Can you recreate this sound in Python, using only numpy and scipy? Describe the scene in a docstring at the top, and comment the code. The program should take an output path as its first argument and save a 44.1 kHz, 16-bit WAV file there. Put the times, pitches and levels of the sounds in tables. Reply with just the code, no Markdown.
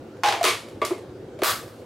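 """A small galley, close up in stereo: a hard plastic lid is set on a filled plastic bowl and locked.
The loose lid rattles on the rim, clacks into its seat as it is pressed and twisted, and the latch snaps.
Each push draws a hollow thump from the bowl; at the end, fingers slide faintly off the lid.
Ventilation hums behind, and a limiter flattens the loudest snaps so that their room tails swell."""
import sys
import numpy as np
from scipy import signal
from scipy.fft import rfft, irfft
from scipy.io import wavfile
from scipy.ndimage import uniform_filter1d, minimum_filter1d

SR = 44100
rng = np.random.default_rng(int(sys.argv[2]) if len(sys.argv) > 2 else 0)


def transcribe(u):
    """Save the signal u as a 16-bit wav file named by the first command-line argument.

    u: samples, shape (n,) or (channels, n), limited to [-1, 1]; the rate is SR.
    q: integer samples, one column per channel.
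    """
    v = np.clip(np.atleast_2d(u).T, -1, 1)
    q = np.round(v * 32767).astype(np.int16)
    wavfile.write(sys.argv[1], SR, q)


N = 81585

# air noise of the ventilation: frequency_hz, density_db
VENT_SPECTRUM = [(15, -75), (25, -51), (50, -24), (101, -3.5), (193, -13), (221, -4.5), (253, -8),
                 (368, -1.5), (421, -9.5), (509, -3), (582, -13.5), (1050, -23.5), (1240, -24.5),
                 (1380, -24), (2120, -32.5), (5140, -39.5), (15500, -53.5)]
# stereo width of the ventilation: frequency_hz, side_minus_mid_db
VENT_WIDTH = [(60, -25), (240, -22.5), (950, -8), (3770, -4), (15000, -9)]

# the lid clacks against the bowl, and at 0.85 s the latch snaps, sounding like a clack: start_s, level_db,
# tilt_db_per_octave, ring_db
CLACKS = [(0.169, -50, -2, -13), (0.4105, -28.5, -2, 1), (0.4298, -21.5, 2, -8), (0.4409, -6.5, .5, 1.5),
          (0.4505, -9, 0.5, -3), (0.685, -45.5, 2, -20), (0.817, -19, -4.5, 3), (0.85, -23.5, 3.5, -1),
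          (0.9073, -22, -9.5, -6), (0.979, -45, 0, -4), (1.3897, -41, -1, -21), (1.419, -21, -3.5, -4)]
# spectrum of a clack: frequency_hz, density_db
CLACK_COLOUR = [(120, -40), (200, -38), (288, -10), (437, -1.5), (544, -10.5), (665, 1.5), (742, -7),
                (1190, -1.5), (1540, -8), (2170, -6.5), (4500, -11), (5390, -15), (10400, -19.5),
                (15500, -30.5)]
# modes of the bowl with the lid seated: pitch_hz, level_db, t60_s
SEATED_MODES = [(373, -5.5, 0.1), (466.6, -1.5, 0.15), (652, -42, 0.23), (983, -5, 0.27),
                (1050, -8.5, 0.18), (1162, -1, 0.17), (1173, -4, 0.22), (2145, -3, 0.2), (2259, -11, 0.31),
                (2436, -13, 0.24), (3310, -15.5, 0.19), (3374, -14.5, 0.16)]

# the loose lid knocks on the rim: start_s, level_db, tilt_db_per_octave, ring_db
KNOCKS = [(0.2348, -8.5, 1, 4.5), (0.2595, -15, 1.5, -4), (0.2862, -18, 2, -1), (0.3236, -15.5, -.5, -22),
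          (0.343, -28.5, -5.5, -7), (0.361, -40.5, 9.5, 3)]
# spectrum of a knock: frequency_hz, density_db
KNOCK_COLOUR = [(120, -57), (200, -41), (223, -41), (345, -7.5), (399, -15), (437, -7), (596, -12.5),
                (677, 0), (812, -3), (1210, -10.5), (2330, -11.5), (4750, -19), (15500, -42.5)]
# modes of the loose lid: pitch_hz, level_db, t60_s
LOOSE_LID_MODES = [(692, -13, 0.22), (804, -5.5, 0.52), (832, 2.5, 0.21), (900, -30, .22), (920, -22, 0.18),
                   (1050, 7.5, 0.06), (1100, -8, 0.18), (2980, -8, 0.18)]

# hollow resonances of the bowl, woken by each push: start_s, pitch_hz, level_db, swell_s, t60_s
THUMPS = [(0.4105, 689, -8, 0.0052, 0.062), (0.8168, 1159, -16.5, 0.0022, 0.14),
          (0.8167, 590, -23, 0.0018, 0.12), (0.8168, 2083, -28.5, 0.0046, 0.11),
          (0.909, 361.4, -7.5, 0.014, 0.078), (1.3915, 608, -30, 0.0016, 0.092),
          (1.4215, 363, -5.5, 0.0065, 0.043), (1.4215, 487, -10.5, 0.0046, 0.041),
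          (1.4215, 670, -11.5, 0.0043, 0.029), (1.422, 108, -25, 0.007, 0.034)]

# the latch snaps shut: start_s, level_db, tilt_db_per_octave, ring_db
SNAPS = [(1.4343, -1, 0, -4), (1.444, -9.5, 0.5, -11), (1.68, -42.5, -1.5, -14)]
# spectrum of a snap: frequency_hz, density_db
SNAP_COLOUR = [(120, -47), (220, -27), (330, -12), (450, -7.5), (660, 0), (820, -7), (1200, 1),
               (1900, -5.5), (2400, -9.5), (3400, -9), (4900, -8.5), (5700, -14), (8300, -12.5),
               (10500, -15), (12600, -10.5), (13800, -15.5), (15000, -26), (16000, -8)]
# modes of the tightly locked container: pitch_hz, level_db, t60_s
LOCKED_MODES = [(1151, -1, 0.31), (1172, -9, 0.36), (1230, -10, .25), (1298, -8, .28), (1797, -8, .3),
                (1897, -10, .27), (3432, -9, .25)]

# reverberation of the galley: frequency_hz, t60_s
GALLEY_DECAY = [(200, 0.31), (800, 0.26), (2500, 0.32), (6000, .32), (11000, 0.3), (16000, 0.25)]
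# stereo width of the hits and their reverberation: frequency_hz, side_minus_mid_db
HIT_WIDTH = [(100, -12), (350, -31), (700, -13.5), (1500, -9.5), (5000, -10.5), (10000, -10), (14000, -21)]


def amp(db):
    """Decibels to gain."""
    return 10 ** (np.asarray(db) / 20)


def unit_rms(x):
    """Scales to an rms of one."""
    return x / np.sqrt(np.mean(x ** 2) + 1e-20)


def curve_at(points, hz):
    """Reads a table on a log-frequency axis."""
    points_hz, values = np.transpose(points)
    return np.interp(np.log(hz + 1), np.log(points_hz + 1), values)


def fade(t, t60_s):
    """Dies by 60 dB in t60_s."""
    return np.exp(-np.log(1000) * t / t60_s)


def add(mix, start_s, sound):
    """Mixes a sound in at start_s."""
    part = mix[:, round(start_s * SR):][:, :sound.shape[1]]
    part += sound[:, :part.shape[1]]


def coloured(x, colour, tilt_db, low_cut_hz=88, size=4096):
    """Causal filter of unit energy, tilted about 2 kHz, with a low cut: small parts radiate no bass."""
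    hz = abs(np.fft.fftfreq(size, 1 / SR))
    octaves = np.log2(np.clip(hz, 400, 9000) / 2000)
    gain = unit_rms(amp(np.maximum(curve_at(colour, hz) + tilt_db * octaves, -90)))
    minimum_phase = np.exp(signal.hilbert(np.log(gain)).conj())
    taps = np.fft.ifft(minimum_phase).real[:size // 2]
    x = signal.sosfilt(signal.butter(2, low_cut_hz, "high", fs=SR, output="sos"), x)
    return signal.fftconvolve(x, taps[None], axes=1)[:, :x.shape[1]]


def spread(pair, width):
    """Takes two unrelated signals as mid and side and gives left and right of a given width."""
    mid, side = pair
    size = 2 * len(mid)
    side_gain = amp(curve_at(width, np.fft.rfftfreq(size, 1 / SR)))
    side = irfft(rfft(side, size) * side_gain)[:len(mid)]
    return np.array([mid + side, mid - side])


def galley_tail(delay_s=0.0037, rise_s=0.0064, late_db=-34.5, late_t60_s=1):
    """Dense reflections off near walls build quickly and die band by band, over a faint longer tail."""
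    hz, t, spectrum = signal.stft(rng.standard_normal((2, SR)), SR, nperseg=256)
    decay = fade(t, curve_at(GALLEY_DECAY, hz)[:, None]) + amp(late_db) * fade(t, late_t60_s)
    tail = signal.istft(spectrum * decay, SR, nperseg=256)[1][:, :SR]
    build_up = np.clip((np.arange(SR) / SR - delay_s) / rise_s, 0, 1)
    return spread(tail * build_up, HIT_WIDTH)


def in_galley(direct, wet_db):
    """A sound reaches the microphone directly, then off the walls."""
    tail = galley_tail()
    reflections = signal.fftconvolve(direct[None], tail / np.linalg.norm(tail[0]), axes=1)
    return direct + amp(wet_db) * reflections[:, :len(direct)]


def ventilation(air_db=-41, patchy_db=2, hum_hz=111.2, hum_db=-54.5):
    """Room tone: low, slightly patchy air noise and a fan hum."""
    hz, _, spectrum = signal.stft(rng.standard_normal((2, N)), SR, nperseg=2048)
    patches = uniform_filter1d(rng.standard_normal(spectrum.shape[1:]), size=14, axis=0)
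    patches = unit_rms(uniform_filter1d(patches, size=4, axis=1))  # smooth in frequency and time
    gain = amp(curve_at(VENT_SPECTRUM, hz)[:, None] + patchy_db * patches)
    air = signal.istft(spectrum * gain, SR, nperseg=2048)[1][:, :N]
    hum = np.sqrt(2) * np.sin(2 * np.pi * hum_hz * np.arange(N) / SR)
    return amp(air_db) * unit_rms(spread(air, VENT_WIDTH)) + amp(hum_db) * hum


def plastic_hit(colour, modes, level_db, tilt_db, ring_db, crack_t60_s, tail_db=-7, ring_trim_db=-11.5):
    """Plastic on plastic: a short dense crack, its room tail, and the ringing modes of the part."""
    t = np.arange(SR) / SR
    crack = spread(rng.standard_normal((2, SR)) * fade(t, crack_t60_s), HIT_WIDTH)
    contact = coloured(crack + amp(tail_db) * galley_tail(), colour, tilt_db)
    ring = sum((-1) ** k * amp(mode_db) * fade(t, t60_s) * np.sin(2 * np.pi * hz * t)
               for k, (hz, mode_db, t60_s) in enumerate(modes))
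    return amp(level_db) * (contact + amp(ring_trim_db + ring_db) * in_galley(ring, wet_db=-7.5))


def seat_clack(*strike):
    """The lid strikes its seat and rings together with the bowl."""
    return plastic_hit(CLACK_COLOUR, SEATED_MODES, *strike, crack_t60_s=0.041)


def rim_knock(*strike):
    """The loose lid knocks on the rim and rings on its own."""
    return plastic_hit(KNOCK_COLOUR, LOOSE_LID_MODES, *strike, crack_t60_s=0.048)


def bowl_thump(pitch_hz, level_db, swell_s, t60_s):
    """A soft push swells one damped resonance of the bowl."""
    t = np.arange(SR) / SR
    envelope = np.minimum(t / swell_s, 1) * fade(t, t60_s)
    return amp(level_db) * in_galley(envelope * np.sin(2 * np.pi * pitch_hz * t), wet_db=-13.5)


def latch_snap(*strike):
    """The latch snaps shut and rings the tightly locked container."""
    return plastic_hit(SNAP_COLOUR, LOCKED_MODES, *strike, crack_t60_s=0.033)


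def finger_slide(length_s=0.2, level_db=-61.5):
    """A faint hiss of skin sliding off the locked lid."""
    t = np.arange(0, length_s, 1 / SR)
    rub = rng.standard_normal((len(t), 2)).T * np.sin(np.pi * t / length_s)
    return amp(level_db) * coloured(spread(rub, HIT_WIDTH), CLACK_COLOUR, tilt_db=3)


def scene():
    """At the microphone: lid, latch and bowl in front, ventilation behind."""
    mix = ventilation()
    sources = [(bowl_thump, THUMPS), (rim_knock, KNOCKS), (latch_snap, SNAPS), (seat_clack, CLACKS)]
    for source, events in sources:
        for start_s, *settings in events:
            add(mix, start_s, source(*settings))
    add(mix, start_s=1.68, sound=finger_slide())
    return mix


def record(dry):
    """After the microphone: a fast limiter that recovers steadily, a soft ceiling, then a low-pass."""
    threshold_db, recovery_db_per_s, ceiling_db, top_hz = -15.5, 196, -7.5, 15800
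    power_db = 10 * np.log10(abs(uniform_filter1d((dry ** 2).mean(0), size=100)) + 1e-12)
    recovery_db = np.arange(N) / SR * recovery_db_per_s
    held_db = np.maximum.accumulate(power_db + recovery_db) - recovery_db
    cut_db = np.maximum(held_db - threshold_db, 0)
    cut_db = -minimum_filter1d(-cut_db, size=60)  # widened so that smoothing keeps its depth
    limited = dry / amp(uniform_filter1d(cut_db, size=60))
    rounded = limited / (1 + (limited / amp(ceiling_db)) ** 6) ** (1 / 6)
    low_pass = signal.firwin(511, top_hz, window=("kaiser", 9), fs=SR)
    return signal.oaconvolve(rounded, low_pass[None], "same")


dry = scene()
out = record(dry)
transcribe(out)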